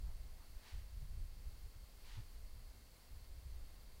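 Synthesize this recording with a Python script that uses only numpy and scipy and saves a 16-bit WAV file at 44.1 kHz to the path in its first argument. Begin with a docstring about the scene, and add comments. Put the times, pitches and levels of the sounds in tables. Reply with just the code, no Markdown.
"""From the start, faint garden air lies under the recorder's own hiss and thin whine, while a light breeze
buffets the close microphone with turbulent pressure. A few dull scuffs come and go. Near 0.7 s a mantis
in threat display on a log scrapes its abdomen along its spread hind wings: countless tiny frictional
slips shake the membrane and merge into a soft swish. A second scrape follows near 2.1 s, and breeze,
air, hiss and whine carry on to the end."""
import sys
import numpy as np
from scipy import signal
from scipy.fft import rfft, irfft
from scipy.io import wavfile
from scipy.ndimage import uniform_filter1d

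SR = 44100
rng = np.random.default_rng(int(sys.argv[2]) if len(sys.argv) > 2 else 0)


def store_wav(level_fs):
    """Save 16-bit WAV to argv[1]."""
    pcm = np.round(np.clip(np.atleast_2d(level_fs), -1, 1) * 32767)
    wavfile.write(sys.argv[1], SR, pcm.T.astype(np.int16))


N = 176400
T = np.arange(N) / SR
HZ = np.fft.rfftfreq(N, 1 / SR)


def amp(db):
    """The decibel scale: 20 dB is a factor of ten in amplitude."""
    return 10 ** (np.asarray(db) / 20)


def spectrum(points):
    """Interpolation of (frequency [Hz], level [dB]) points on a log-frequency axis."""
    hz, db = np.transpose(points)
    return np.interp(np.log(HZ + 1), np.log(hz + 1), db)


def resonance(hz, width_hz, db):
    """A resonance peak: a Lorentzian curve of gain in dB."""
    return db / (1 + (2 * (HZ - hz) / width_hz) ** 2)


def coloured(x, db):
    """Linear filtering: the spectrum of x is weighted by a curve in dB, then scaled to rms 1."""
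    filtered = irfft(rfft(x) * amp(db), N)
    return filtered / np.sqrt(np.mean(filtered ** 2) + 1e-20)


def noise(db):
    """Filtered white noise takes on the filter's spectrum; rms 1."""
    return coloured(rng.standard_normal(N), db)


def drift(rate_hz):
    """Low-pass noise wanders slowly; rms 1."""
    return noise(-20 * np.log10(1 + (HZ / rate_hz) ** 4))


def steadied(x, seconds):
    """Division by the running rms holds the level of x near 1."""
    size = max(int(seconds * SR), 8)
    power = uniform_filter1d(uniform_filter1d(x ** 2, size), size)
    return x / np.sqrt(abs(power) + 1e-12)


def puff(at, length, hz, db, half_width_oct):
    """Amplitude modulation: a band of noise under a Gaussian envelope of standard deviation `length`."""
    band = noise(-10 * np.log10(2) * (np.log2((HZ + 1) / hz) / half_width_oct) ** 2)
    envelope = np.exp(-.5 * ((T - at) / length) ** 2)
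    return amp(db) * envelope * steadied(band, 2 * length)


# Spectrum of garden air and hiss: (frequency [Hz], relative level [dB])
AIR_SPECTRUM = [(20, 6.5), (100, 4), (200, 3.5), (330, -0.5), (500, 0), (900, -4), (1500, -7), (2100, -8),
                (3200, -10), (6000, -11), (10000, -10.5), (16000, -11)]
# Resonances in the hiss: (frequency [Hz], width [Hz], gain [dB])
HISS_RESONANCES = [(4507, 950, 8.5), (1990, 190, 2)]
# Swell of the distant air: (time [s], gain [dB])
AIR_SWELL = [(0, 0.3), (0.5, 0.1), (1.2, -0.55), (2.3, 0), (3.3, -0.4), (3.7, 1), (4, 0.5)]


def air_and_hiss(level_db=-66.5, drift_db=0.33, swell_top_hz=2610):
    """Broadband background noise: garden air swells gently in the lower band, beneath microphone hiss."""
    bed = noise(spectrum(AIR_SPECTRUM) + sum(resonance(*row) for row in HISS_RESONANCES))
    lower_band = irfft(rfft(bed) / (1 + (HZ / swell_top_hz) ** 4), N)
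    swell = amp(np.interp(T, *np.transpose(AIR_SWELL)))
    return amp(level_db + drift_db * drift(rate_hz=4.9)) * (bed + (swell - 1) * lower_band)


# Partials of the electrical whine: (harmonic number, level [dB])
WHINE_HARMONICS = [(2, -91), (4, -87), (5, -91), (6, -92.5)]


def whine(fundamental_hz=534.55, wander_hz=0.3):
    """A harmonic series from the recorder's electronics, on a missing, slightly wandering fundamental."""
    cycles = np.cumsum(fundamental_hz + wander_hz * drift(rate_hz=6)) / SR
    return sum(amp(db) * np.sqrt(2) * np.sin(2 * np.pi * (round(k) * cycles + rng.random()))
               for k, db in WHINE_HARMONICS)


# Course of the breeze on the microphone: (time [s], relative level [dB])
BREEZE_LEVELS = [(0.0, -45.5), (0.1, -45), (0.12, -47.5), (0.38, -53.5), (0.44, -60.5), (0.58, -50),
                 (0.6, -63), (0.71, -64), (0.75, -44.5), (0.88, -57), (0.98, -45.5), (1.02, -50.5),
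                 (1.24, -43.5), (1.28, -52), (1.44, -53), (1.48, -48), (1.58, -58.5), (1.66, -48),
                 (1.73, -66), (1.77, -49.5), (1.88, -61.5), (2.21, -50), (2.24, -56), (2.45, -50.5),
                 (2.53, -54.5), (2.57, -50.5), (2.8, -62), (3.05, -67), (3.14, -51.5), (3.25, -57.5),
                 (3.35, -51.5), (3.44, -58), (3.45, -52.5), (3.6, -48), (3.7, -56.5), (4.0, -57.5)]
# Spectrum of its rumble: (frequency [Hz], relative level [dB])
RUMBLE_SPECTRUM = [(5, -30), (15, 6), (30, -1), (50, -2), (70, -8), (100, -16.5), (140, -25), (200, -39),
                   (400, -47.5), (1500, -99)]
# Single eddies: (time [s], length [s], centre frequency [Hz], level [dB], half-width [octaves])
EDDY_THUMPS = [(0.079, 0.0081, 78, -52, 0.43), (0.747, 0.01, 47, -42.5, 0.38),
               (1.033, 0.019, 118, -56, 0.35), (1.484, 0.015, 60, -52, 0.49),
               (2.189, 0.014, 107, -47.5, 0.21), (3.463, 0.0084, 60, -45, 0.36)]


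def breeze(gain_db=1.83, flutter_db=0.52):
    """Turbulence: fluctuating pressure on the microphone rumbles, and single eddies thump."""
    level_db = np.interp(T, *np.transpose(BREEZE_LEVELS)) + gain_db
    envelope = amp(level_db + flutter_db * drift(rate_hz=22))
    rumble = steadied(noise(spectrum(RUMBLE_SPECTRUM)), seconds=0.077)
    return envelope * rumble + sum(puff(*row) for row in EDDY_THUMPS)


# Scuffs near the microphone: (time [s], length [s], centre frequency [Hz], level [dB])
SCUFF_BURSTS = [(0.09, 0.022, 900, -72.5), (0.345, 0.025, 696, -76), (0.412, 0.024, 970, -72.5),
                (1.747, 0.0067, 1480, -71), (2.183, 0.0095, 1000, -72), (2.194, 0.0099, 227, -65.5),
                (2.813, 0.01, 326, -78)]


def scuffs():
    """Band-limited transients: brief noise bursts with little treble are heard as dull brushing."""
    return sum(puff(*row, half_width_oct=0.4) for row in SCUFF_BURSTS)


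# Response of the wing membrane: (frequency [Hz], relative level [dB])
WING_RESPONSE = [(150, -33), (450, -5), (900, 5), (1300, 1.5), (2000, 5), (3000, 4.5), (4500, 3),
                 (6500, -4.5), (9000, -7.5), (15000, -24)]
# Scrapes: (time of fastest rub [s], rise [s], fall [s], level [dB], tilt [dB/octave],
# resonance gain [dB], shape [1 pointed, 2 round])
WING_SCRAPES = [(0.684, 0.089, 0.14, -63, -0.37, 4.6, 1.3), (2.118, 0.094, 0.11, -63.7, 0.16, 1.1, 2.4)]
SLIPS_PER_S, SLIP_SPREAD_DB, TILT_PIVOT_HZ = 14000, 2, 2500


def wing_scrape(at, rise, fall, db, tilt_db, ring_db, shape):
    """Stick-slip friction: the abdomen rubs the wing veins and shakes the membrane, louder with speed."""
    time_from_peak = abs(T - at) / np.where(T < at, rise, fall)
    speed = np.exp(-np.sqrt(2) * time_from_peak ** shape)
    slipping = rng.random(N) < SLIPS_PER_S / SR
    slips = slipping * rng.choice([-1., 1.], N) * amp(SLIP_SPREAD_DB * rng.standard_normal(N))
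    membrane = spectrum(WING_RESPONSE) + resonance(hz=1860, width_hz=200, db=ring_db)
    tilt = tilt_db * np.log2((HZ + 1) / TILT_PIVOT_HZ)
    return amp(db) * speed * coloured(slips, membrane + tilt)


def scene():
    """Superposition: all sources add in one microphone channel."""
    wings = sum(wing_scrape(*row) for row in WING_SCRAPES)
    return (air_and_hiss() + whine() + breeze() + scuffs() + wings)[None]


def record(dry, cutoff_hz=15850):
    """Band limiting: the recorder's low-pass filter removes the highest treble."""
    lowpass = signal.firwin(511, cutoff_hz, window=("kaiser", 9), fs=SR)
    return signal.oaconvolve(dry, lowpass[None], "same")


dry = scene()
out = record(dry)
store_wav(out)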